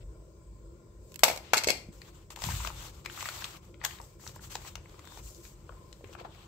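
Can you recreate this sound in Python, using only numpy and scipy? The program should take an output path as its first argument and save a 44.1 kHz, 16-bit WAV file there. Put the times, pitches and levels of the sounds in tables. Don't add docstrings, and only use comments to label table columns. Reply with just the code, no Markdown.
import sys
import numpy as np
from scipy import signal
from scipy.io import wavfile
from scipy.ndimage import uniform_filter1d

SR = 44100
rng = np.random.default_rng(int(sys.argv[2]) if len(sys.argv) > 2 else 0)


def voltage_ratio(level):
    return 10 ** (np.asarray(level, float) / 20)


def generate_wav(signal):
    frames = np.transpose(np.atleast_2d(signal))
    scaled = np.clip(frames, -1, 1) * 32767
    pcm = np.round(scaled).astype(np.int16)
    wavfile.write(sys.argv[1], SR, pcm)


N = 285327

# pitch_hz [Hz], level_db [dB per Hz]
SLIDE_COLOUR = [(400, -19), (1000, 2.5), (1800, 0.5), (2600, 3), (3500, 3.5), (5400, 3), (7500, 3.5),
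                (11000, -1.5), (16000, 6.5)]


def slide():
    dull_level, sharp_level, body_level = strokes()
    quick_clumps = evened(uniform_filter1d(rng.standard_normal(N), size=400))
    slow_clumps = evened(uniform_filter1d(rng.standard_normal(N), size=1600))
    clumps = voltage_ratio(1.0 * quick_clumps + 0.67 * slow_clumps)

    happens = rng.random(N) < 1500 / SR
    tick_size = voltage_ratio(2.8 * np.minimum(rng.exponential(1, N), 5))
    ticks = happens * tick_size * rng.choice([-1, 1], N)
    shared = rng.standard_normal((3, 1, N))
    ports = rng.standard_normal((3, 2, N))
    fine, coarse, page = clumps * (0.46 * evened(ticks) + 0.22 * shared + 2.2 * ports)

    sharp = coloured(coloured(fine, SLIDE_COLOUR), [(2500, -20), (4300, -3), (6000, 0)])
    dull = coloured(coloured(coarse, SLIDE_COLOUR), [(3000, 0), (4300, -3), (7500, -20)])
    hiss = (dull * dull_level + sharp * sharp_level) / (dull + sharp).std()
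    body = evened(band(band(page, 610, 1430), 610, 1430))
    rubbing = patchy(hiss + body_level * body)
    return sides(0.49)[:, None] * (rubbing + dull_level * crackle())


# start_s [s], length_s [s],
# rise_share [part of the length], peak_db [dB], bright_db [dB]
PAPER_STROKES = [(0.99, 0.16, 0.86, -67, 6.5), (1.39, 0.23, 0.23, -63.5, -2), (1.919, 0.18, 0.051, -57.5, 0),
                 (1.978, 0.15, 0.73, -55.5, -2.5), (2.118, 0.16, 0.22, -59, -2.5),
                 (2.302, 0.05, 0.043, -46, -1), (2.356, 0.086, 0.06, -48.5, -1.5),
                 (2.391, 0.36, 0.18, -36.5, -0.5), (2.575, 0.14, 0.65, -38.5, -2),
                 (2.687, 0.24, 0.64, -42.5, -1), (2.885, 0.19, 0.31, -55.5, -1.5),
                 (3.041, 0.034, 0.61, -48.5, -5), (3.072, 0.53, 0.31, -39, -1.3),
                 (3.348, 0.11, 0.94, -44, -4.5), (3.433, 0.15, 0.93, -49.5, -2.5),
                 (3.609, 0.14, 0.24, -60, -1.5), (3.792, 0.05, 0.92, -56.5, -9),
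                 (3.834, 0.037, 0.54, -31, -0.5), (3.842, 0.19, 0.065, -46.5, -2),
                 (3.943, 0.25, 0.36, -58.5, 2),
                 (4.185, 0.16, 0.53, -49, 2), (4.33, 0.068, 0.43, -51, -1.5), (4.4, 0.1, 0.41, -46.5, 0),
                  (4.494, 0.096, 0.25, -41, 0), (4.55, 0.22, 0.42, -49, -1),
                  (4.629, 0.074, 0.66, -46.5, -2), (4.76, 1, 0.17, -59.5, -2.5),
                  (5.03, 0.19, 0.87, -50.5, -0.5), (5.2, 0.29, 0.17, -56, 7.5),
                  (5.418, 0.14, 0.17, -54.5, 4), (5.481, 1, 0.15, -65.5, -2), (5.68, 0.5, 0.5, -68.5, 3),
                  (6.03, 0.13, 0.86, -56, -2.5), (6.17, 0.065, 0.48, -55.5, -9.5),
                  (6.231, 0.054, 0.38, -61, -10), (6.26, 0.62, 0.14, -59.5, -4.5)]


def strokes():
    edge_db, edge_power = -13.5, 1.31
    t, power = np.arange(N) / SR, np.zeros((3, N))
    for start, length, share, db, bright_db in PAPER_STROKES:
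        now = slice(round(start * SR), round((start + length) * SR))
        peak = start + np.clip(share, .02, .98) * length
        swell = np.interp(t[now], [start, peak, start + length], [0, 1, 0])
        body_db = -13 - 0.2769 * (db + 55.5) - 1.64 * bright_db
        part_db = np.array([[-bright_db], [bright_db], [body_db]])
        level = voltage_ratio(db + edge_db * (1 - swell) ** edge_power + part_db)
        power[:, now] += level ** 2 * np.minimum(swell / 0.3, 1)
    return np.sqrt(power)


def patchy(x):
    z = signal.stft(x, nperseg=256, noverlap=192)[2]
    field = rng.standard_normal(z.shape[1:])
    for axis, size in ((0, 4), (1, 14)):
        field = uniform_filter1d(field, size=size, axis=axis)
        field = uniform_filter1d(field, size=size, axis=axis)
    patches = voltage_ratio(1.37 * evened(field))
    return signal.istft(z * patches, nperseg=256, noverlap=192)[1][:, :N]


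def crackle():
    per_s, level_db = 350, -19.5
    out, t = np.zeros(N), np.arange(300) / SR
    size = (rng.random(N) < per_s / SR) * voltage_ratio(4.0 * np.minimum(rng.exponential(1, N), 3))
    pitches = np.geomspace(750, 7500, num=12)
    which = rng.integers(0, len(pitches), N)
    for k, hz in enumerate(pitches):
        fade = voltage_ratio(-60 * t * hz / 9.4) * (1 - np.exp(-t * hz / 0.23))
        grain = np.sin(2 * np.pi * hz * t) * fade
        out += signal.oaconvolve(size * (which == k), grain * np.sqrt(hz / 1000))[:N]
    return voltage_ratio(level_db) * evened(out)


# [dB, plus is left]
HAND = [(1.9, 3.5), (2.7, 14), (3.1, 3), (3.3, 2), (3.8, 12), (4.6, 2), (5.2, 7), (5.9, 11), (6.47, 14)]
# multiple [of its main pitch], level_db [dB]
PAGE_MODES = [(1, -0.5), (.55, -12.5), (1.7, -9.5), (2.4, -14.5), (3.4, -21)]
# start_s [s], peak_db [dB], pitch_hz
# [Hz], crack_db [dB over the ring]
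CREASE_SNAPS = [(1.927, -50, 996, 14), (2.017, -34, 4200, -9), (2.3035, -33, 1144, 9), (2.36, -30, 2630, 17),
                (2.372, -37.5, 845, -11), (2.388, -36, 990, 3), (2.4194, -24, 930, 5), (2.438, -19, 940, 5.5),
                (2.448, -28, 2430, -6), (2.487, -26.5, 850, -22), (2.502, -35, 1500, -18),
                (2.519, -31, 1570, -9), (2.551, -28.5, 2800, 3), (2.602, -29, 1010, -20),
                (2.648, -22.5, 1220, -4), (2.672, -22, 1390, 4.5), (2.702, -34.5, 970, -23),
                (3.049, -32.5, 1720, 23), (3.059, -22.5, 2160, 0), (3.098, -28.5, 1390, -16),
              (3.175, -32, 1100, -10), (3.188, -33, 1280, -12), (3.207, -26.5, 2490, -16),
              (3.226, -24, 990, -4), (3.256, -23.5, 1650, -15), (3.287, -18.5, 1430, 7),
              (3.304, -49, 1090, -20), (3.4212, -29, 1450, -3), (3.442, -19.5, 3300, -24),
              (3.451, -30, 1120, -3), (3.549, -43.5, 1030, -12), (3.742, -43, 2140, -25),
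              (3.814, -34.5, 1056, -32.5), (3.839, -26.5, 1770, -4), (3.8485, -13.5, 6960, 1.5),
              (3.86, -28, 1080, -1), (3.909, -32.5, 2000, -4), (3.986, -41, 2010, -21),
              (3.9994, -33.5, 890, -29), (4.014, -39, 6500, -8), (4.039, -50, 5950, 2.5),
                (4.196, -48, 930, 0), (4.237, -45, 920, -10), (4.358, -37, 8000, -10),
                (4.648, -38, 1030, -7), (4.776, -44, 1030, -18.5), (4.894, -45.5, 1084, 14),
                (5.044, -46, 1080, -16), (5.347, -41, 6030, -18), (5.462, -46.5, 2300, -0.5),
                (6.134, -43, 3300, -11), (6.254, -50, 740, -22), (6.39, -56, 2900, -10),
                (4.265, -30, 1120, -7), (4.275, -28.5, 5530, -21), (4.293, -38, 910, 6),
                (4.361, -34.5, 845, -19), (4.393, -43, 1260, -16), (4.553, -19.5, 823, 2.5),
                (4.754, -25, 1480, 27), (4.857, -43, 960, -25), (4.942, -47, 1150, -21),
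                (4.992, -37.5, 1190, 6), (5.052, -38.5, 7640, 3), (5.073, -36.5, 1030, 8),
                (5.12, -43, 915, -22), (5.173, -35, 890, -6), (5.192, -47, 950, -16),
                (5.451, -40, 2120, -2), (5.692, -35, 1070, -17), (5.722, -45, 775, -24),
                (5.927, -36.5, 3760, -8), (6.043, -39.5, 2150, -13), (6.128, -41.5, 1580, 20),
                (6.15, -35.5, 1250, -30), (6.198, -41, 2190, 2), (6.211, -41.5, 640, -19),
                (6.248, -33.5, 670, -28), (6.347, -44, 2070, 12)]


def snaps():
    pitch_scatter, scatter_db, page_q = 0.19, 5, 1.7
    out, t = np.zeros((2, N)), np.arange(1200) / SR
    for s, db, hz, crack_db in CREASE_SNAPS:
        pan_db = np.interp(s, *np.transpose(HAND))
        grit = grit_pair(t, 0.0024, 0.00018, alike=0.72)
        flick, ring = grit + 3.4 * (t == 0), 0
        chances = rng.standard_normal((len(PAGE_MODES), 2))
        for (multiple, mode_db), (a, b) in zip(PAGE_MODES, chances):
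            mode_hz = min(hz * multiple ** (1 + pitch_scatter * a), 15000)
            width_hz = mode_hz / page_q
            mode = resonate(resonate(flick, mode_hz, width_hz), mode_hz, width_hz)
            level = voltage_ratio(mode_db + scatter_db * b * (multiple != 1))
            ring = ring + level * mode / abs(mode).max()
        ring = band(ring, max(0.37 * hz, 600), 2.66 * hz)
        crack = band(grit, 894, 6400) + 0.35 * band(grit, 4600, 11400)
        crack = crack + 0.46 * np.sqrt(hz / 1500) * band(grit, 11050, 16300)
        snap = ring / abs(ring).max() + voltage_ratio(crack_db) * crack / abs(crack).max()
        add(out, s + 0.00055, voltage_ratio(db - 3.0) * snap / abs(snap).max(), 0.5 * pan_db)
    return out


# start_s [s], end_s
# [s], pitch_hz [Hz], width_hz [Hz], level_db [dB]
NOISE_BANDS = [(0, 0.039, 2320, 3020, -69), (2.444, 2.698, 7740, 900, -57), (2.141, 2.187, 7450, 896, -69),
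               (4.221, 4.3, 6600, 2500, -62), (4.648, 4.714, 7980, 1190, -63), (5.25, 5.322, 7300, 690, -64),
               (5.265, 5.288, 2600, 600, -64), (6.038, 6.118, 2100, 302, -73), (1.415, 1.57, 2580, 3750, -57.5),
               (2.735, 2.915, 3470, 900, -60), (3.364, 3.46, 3780, 1200, -58), (5.023, 5.207, 3590, 404, -63),
               (5.224, 5.41, 5750, 1210, -78), (5.724, 5.91, 1030, 69, -64), (6.262, 6.462, 3300, 1500, -67.5)]


def noise_bands():
    out = np.zeros((2, N))
    for start, end, hz, width_hz, db in NOISE_BANDS:
        noise = rng.standard_normal((2, round((end - start) * SR)))
        tone = evened(resonate(resonate(noise, hz, width_hz), hz, width_hz))
        add(out, start, voltage_ratio(db) * tone * signal.windows.tukey(noise.shape[1], .5), 3)
    return out


# [s, of which a fall of 60 dB takes
SHELL = [(2250, -5, 0.044), (2630, -6, 0.035), (3300, -8, 0.0097), (4390, -0.5, 0.0084), (5400, -6, 0.0084),
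         (6250, -8, .015), (7590, -6.5, 0.01), (11800, -9, 0.006), (14600, -11, 0.005)]
# start_s [s], peak_db [dB], thud_hz [Hz], ring_db [dB over the thud], favoured_hz [Hz]
SET_DOWN = [(1.119, -47, 440, 3, 14600), (1.142, -41, 400, 5, 11800), (1.158, -39, 410, 5.5, 14600),
            (1.192, -33, 550, 2, 11800), (1.2333, -9.5, 727, -11.5, 2867), (1.2342, -2, 1470, -2, 2850),
            (1.2357, -10, 1320, 3, 7700), (1.236, -8, 1420, 5.5, 5970), (1.2402, -13.5, 1400, 4.5, 7590),
            (1.2495, -21, 640, -4.5, 2600), (1.266, -25.5, 605, -17.5, 2634),
            (1.281, -13.5, 736, -4.5, 3300), (1.2994, -16.5, 664, -4, 2300),
            (1.312, -21.5, 620, -2.5, 2240), (1.285, -22, 590, 1.5, 2280), (1.361, -30, 563, -3.5, 6200),
            (1.374, -29, 535, -1, 4330)]
RATTLE = [(1.5336, -7.5, 770, -5, 2250), (1.536, -6, 1510, -4, 2260), (1.5419, -9.5, 1360, -4, 4400),
          (1.569, -17, 410, -1, 7500), (1.5722, -17, 433, 2, 2630), (1.5788, -18.5, 725, 6, 4390),
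          (1.585, -22.5, 800, 3.5, 4390), (1.59, -39, 700, 4, 2630), (1.636, -23.5, 402, 3.5, 3800),
          (1.6432, -20, 1266, 2.5, 3400), (1.6713, -16, 462, -5, 5300), (1.6747, -17, 543, -1.5, 6200),
          (1.6858, -12.5, 533, -1.5, 2130), (1.689, -24.5, 560, -2, 2220), (1.6945, -19, 615, 0, 4390),
          (1.6975, -20.5, 546, -4, 2230), (1.7002, -17.5, 533, -1, 2250), (1.703, -16, 517, -1.5, 4430),
          (1.7068, -32, 520, -1.5, 2180)]
# start_s [s], peak_db [dB], thud_hz [Hz]
PATS = [
    (1.8863, -37, 179),
    (6.009, -46.5, 550),
    (6.04, -39.5, 394),
    (6.093, -45.5, 505),
    (6.151, -41, 756),
    (6.211, -41.5, 475),
    (6.254, -37, 700),
]


def knocks():
    out, t = np.zeros((2, N)), np.arange(2500) / SR
    late = np.maximum(t - np.array([[.00016], [0]]), 0)
    pats = [(*pat, -16.5, 2250) for pat in PATS]
    for s, db, thud_hz, ring_db, favoured_hz in SET_DOWN + RATTLE + pats:
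        pan_db = 1.5 + 6 * rng.standard_normal()
        thud = np.sin(2 * np.pi * thud_hz * late) * voltage_ratio(-60 * late * thud_hz / 8.6)
        thud = thud * (1 - np.exp(-late / 0.0006))
        grit = grit_pair(t, 0.0028, 0.00035, alike=0.15)
        crack = .2 if 1.56 < s < 1.72 else 1.5
        ring = band(grit, 550, 8800) + 1.1 * band(grit, 6400, 18200)
        ring = crack * ring / abs(ring).max()
        for hz, mode_db, fade_s in SHELL:
            lean_db = mode_db - 8.9 * abs(np.log2(hz / favoured_hz))
            bent_hz = hz * (1 + 0.008 * rng.standard_normal())
            mode = resonate(grit, bent_hz, 4.0 / fade_s)
            ring = ring + voltage_ratio(lean_db) * mode / abs(mode).max()
        ring *= voltage_ratio(ring_db) / abs(ring).max()
        add(out, s, voltage_ratio(db + 0.5) * ring, pan_db)
        thud_share = max(1 - voltage_ratio(1.39 * ring_db), .05)
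        thud = voltage_ratio(db + 0.5) * thud_share * thud / abs(thud).max()
        add(out, s, thud, 0.28 * pan_db)
    return out


def grit_pair(t, fall_s, rise_s, alike):
    shared, *own = rng.standard_normal((3, len(t)))
    alike = np.clip(alike, 0, 1)
    noise = alike * shared + np.sqrt(1 - alike ** 2) * np.array(own)
    return noise * np.exp(-t / fall_s) * (1 - np.exp(-t / rise_s))


# pitch_hz [Hz], likeness [-1 to 1]
SAME = [(60, 0.83), (180, 0.97), (550, 0.81), (1650, -0.13), (4970, 0.02), (15000, -0.22)]
# pitch_hz [Hz], fade_s [s to fall 60 dB]
TAIL = [(300, 0.34), (1000, 0.39), (4000, 0.32), (12000, 0.3)]
# delay_s [s], level_db [dB]
WALLS = [
    (.0019, -15.5),
    (.0043, -19),
    (.0076, -13),
    (.013, -14),
]


def room(x):
    taps = np.zeros((3, 2, SR // 2))
    shift = rng.integers(0, 10, (3, 2, (SR // 2 - 501) // 10))
    at = np.arange(500, SR // 2 - 10, 10) + shift
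    np.put_along_axis(taps, at, rng.choice([-1., 1.], at.shape), 2)
    hz, t, z = signal.stft(taps, SR, nperseg=256)
    same = np.clip(read(SAME, hz), 0, 1)[:, None]
    right = same * z[:, 0] + np.sqrt(1 - same ** 2) * z[:, 1]
    z = np.stack([z[:, 0], right], axis=1)
    fade = voltage_ratio(-60 * t / read(TAIL, hz)[:, None])
    tails = signal.istft(z * fade, SR, nperseg=256)[1]
    tails *= voltage_ratio(-9.0) / np.linalg.norm(tails[0, 0])

    phase = 130 * np.arange(N) / SR + np.arange(3)[:, None, None] / 3
    turns = np.sqrt(2 / 3) * np.cos(2 * np.pi * phase)
    out = signal.fftconvolve(turns * x[:1], tails, axes=2).sum(0)[:, :N]
    for s, db in WALLS:
        for side, late in enumerate((round(s * SR), round(1.1 * s * SR))):
            out[side, late:] += voltage_ratio(db) * x[0, :-late]
    return out


# time_s [s], level_db [dB]
DRONE = [(0, -37), (.1, -49), (.33, -57), (.62, -48.5), (1.05, -56.5), (1.6, -60.5), (2.4, -57),
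         (2.49, -41), (3.17, -60.5), (4.7, -56), (4.82, -44.5), (5.02, -66), (5.14, -44.5), (5.28, -57),
         (6.47, -55.5)]
# time_s [s], level_db [dB], fall_db_per_s [dB per s]
THUMPS = [
    (1.63, -55, 67),
    (2.468, -36.5, 83),
    (2.75, -64.5, 5.5),
    (4.3, -64, 45),
]


def rumble():
    t, noise = np.arange(N) / SR, rng.standard_normal((4, N))
    swell = voltage_ratio(np.interp(t, *np.transpose(DRONE)))
    shake = voltage_ratio(-58)
    for s, db, fall_db in THUMPS:
        rise = np.clip(1 + (t - s) / 0.045, 0, 1)
        shake = shake + voltage_ratio(db - fall_db * np.maximum(t - s, 0)) * rise
    drone = [swell * evened(resonate(resonate(n, 49, 19.0), 49, 19.0)) for n in noise[:2]]
    boom = [shake * evened(band(band(resonate(n, 89.2, 57), 37, 188), 38.6, 380)) for n in noise[2:]]
    shared = sides(3.7)[:, None] * (drone[0] + boom[0])
    return shared + .06 * np.outer([1, -1], drone[1] + boom[1])


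# pitch_hz [Hz], level_db [dB per Hz] # (the overall level is set
ROOM_TONE = [(100, -7.5), (150, -9.5), (200, -10.5), (240, -23), (350, -11.5), (560, -13), (760, -31),
             (1030, -22.5), (1300, -34.5), (2000, -36.5), (4000, -38.5), (7500, -36.5), (12000, -46),
             (16000, -29)]
# pitch_hz [Hz], width_hz [Hz], lift_db [dB]
HUMS = [(203, 6, 6.5), (340.3, 19, 10.5), (425, 7.9, 2), (522.3, 5.7, 6), (600, 8.9, 4.5), (1030, 20, 10.5),
        (1390, 47, 12), (2300, 60, 8.5), (5030, 90, 6), (7940, 500, 8.5)]


def room_tone():
    frames, hz = N // 512 + 5, np.fft.rfftfreq(2048, 1 / SR)
    a, b, c, d, patches = rng.standard_normal((frames, 1025, 5)).T
    patches = uniform_filter1d(patches, size=20, axis=0)
    patches = evened(uniform_filter1d(patches, size=8, axis=1))
    humps_db = sum(db / (1 + ((hz - f) / width) ** 2) for f, width, db in HUMS)
    same = np.clip(read(SAME, hz), -1, 1)[:, None]
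    left = a + 1j * b
    right = same * left + np.sqrt(1 - same ** 2) * (c + 1j * d)
    z = np.array([left, right])
    z *= voltage_ratio((read(ROOM_TONE, hz) + humps_db)[:, None] + 2.0 * patches)
    tone = evened(signal.istft(z, nperseg=2048, noverlap=1536)[1][:, :N])
    no_bass = signal.butter(2, 110, "high", fs=SR, output="sos")
    return voltage_ratio(-57.5) * signal.sosfilt(no_bass, tone)


def evened(x):
    return x / np.sqrt(np.mean(x ** 2) + 1e-20)


def read(points, hz):
    f, value = np.transpose(points)
    return np.interp(np.log(hz + 1), np.log(f + 1), value)


def sides(db):
    return voltage_ratio(np.array([.5 * db, -.5 * db]))


def resonate(x, hz, width_hz):
    turn = np.exp(2j * np.pi * hz * np.arange(x.shape[-1]) / SR)
    r = np.exp(-np.pi * abs(width_hz) / SR)
    return 2 * (turn * signal.lfilter([1 - r], [1, -r], x / turn)).real


def band(x, lo_hz, hi_hz):
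    limits = [lo_hz, min(hi_hz, SR / 2 - 10)]
    return signal.sosfilt(signal.butter(2, limits, "band", fs=SR, output="sos"), x)


def coloured(x, points):
    log_gain = read(points, abs(np.fft.fftfreq(4096, 1 / SR))) * np.log(10) / 20
    taps = np.fft.ifft(np.exp(np.conj(signal.hilbert(log_gain)))).real[:2048]
    return signal.oaconvolve(x, taps[None], axes=1)[:, :N]


def add(mix, s, sound, pan_db):
    part = mix[:, round(s * SR):][:, :sound.shape[1]]
    part += sides(pan_db)[:, None] * sound[:, :part.shape[1]]


def scene():
    contacts, creases = knocks(), snaps()
    paper = creases + slide() + noise_bands()
    echoes = room(voltage_ratio(-1.5) * contacts + voltage_ratio(-3.0) * creases)
    return contacts + paper + echoes + room_tone() + rumble()


def low_pass(x):
    return signal.sosfilt(signal.butter(12, 16480, fs=SR, output="sos"), x)


# pitch_hz [Hz], level_db [dB]
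MICROPHONE = [(6000, 1.26), (7700, 4.5), (8500, 0), (9200, -8.5), (10000, -7), (11200, 0), (15650, -6),
              (15850, -53), (17000, -62)]
# pitch_hz [Hz], left_right_db [dB]
PORTS = [(60, 0), (180, 0.5), (550, 6), (1650, 5.5), (4970, 8.5), (15000, 4.5)]


def record(dry):
    no_bass = signal.butter(4, 36, "high", fs=SR, output="sos")
    left, right = coloured(signal.sosfilt(no_bass, dry), MICROPHONE)
    left = coloured(left[None], [(hz, .5 * db - 1.42) for hz, db in PORTS])[0]
    right = coloured(right[None], [(hz, 1.25 - .5 * db) for hz, db in PORTS])[0]
    return low_pass(np.clip([left, right], -1, 1))


dry = scene()
out = record(dry)
generate_wav(out)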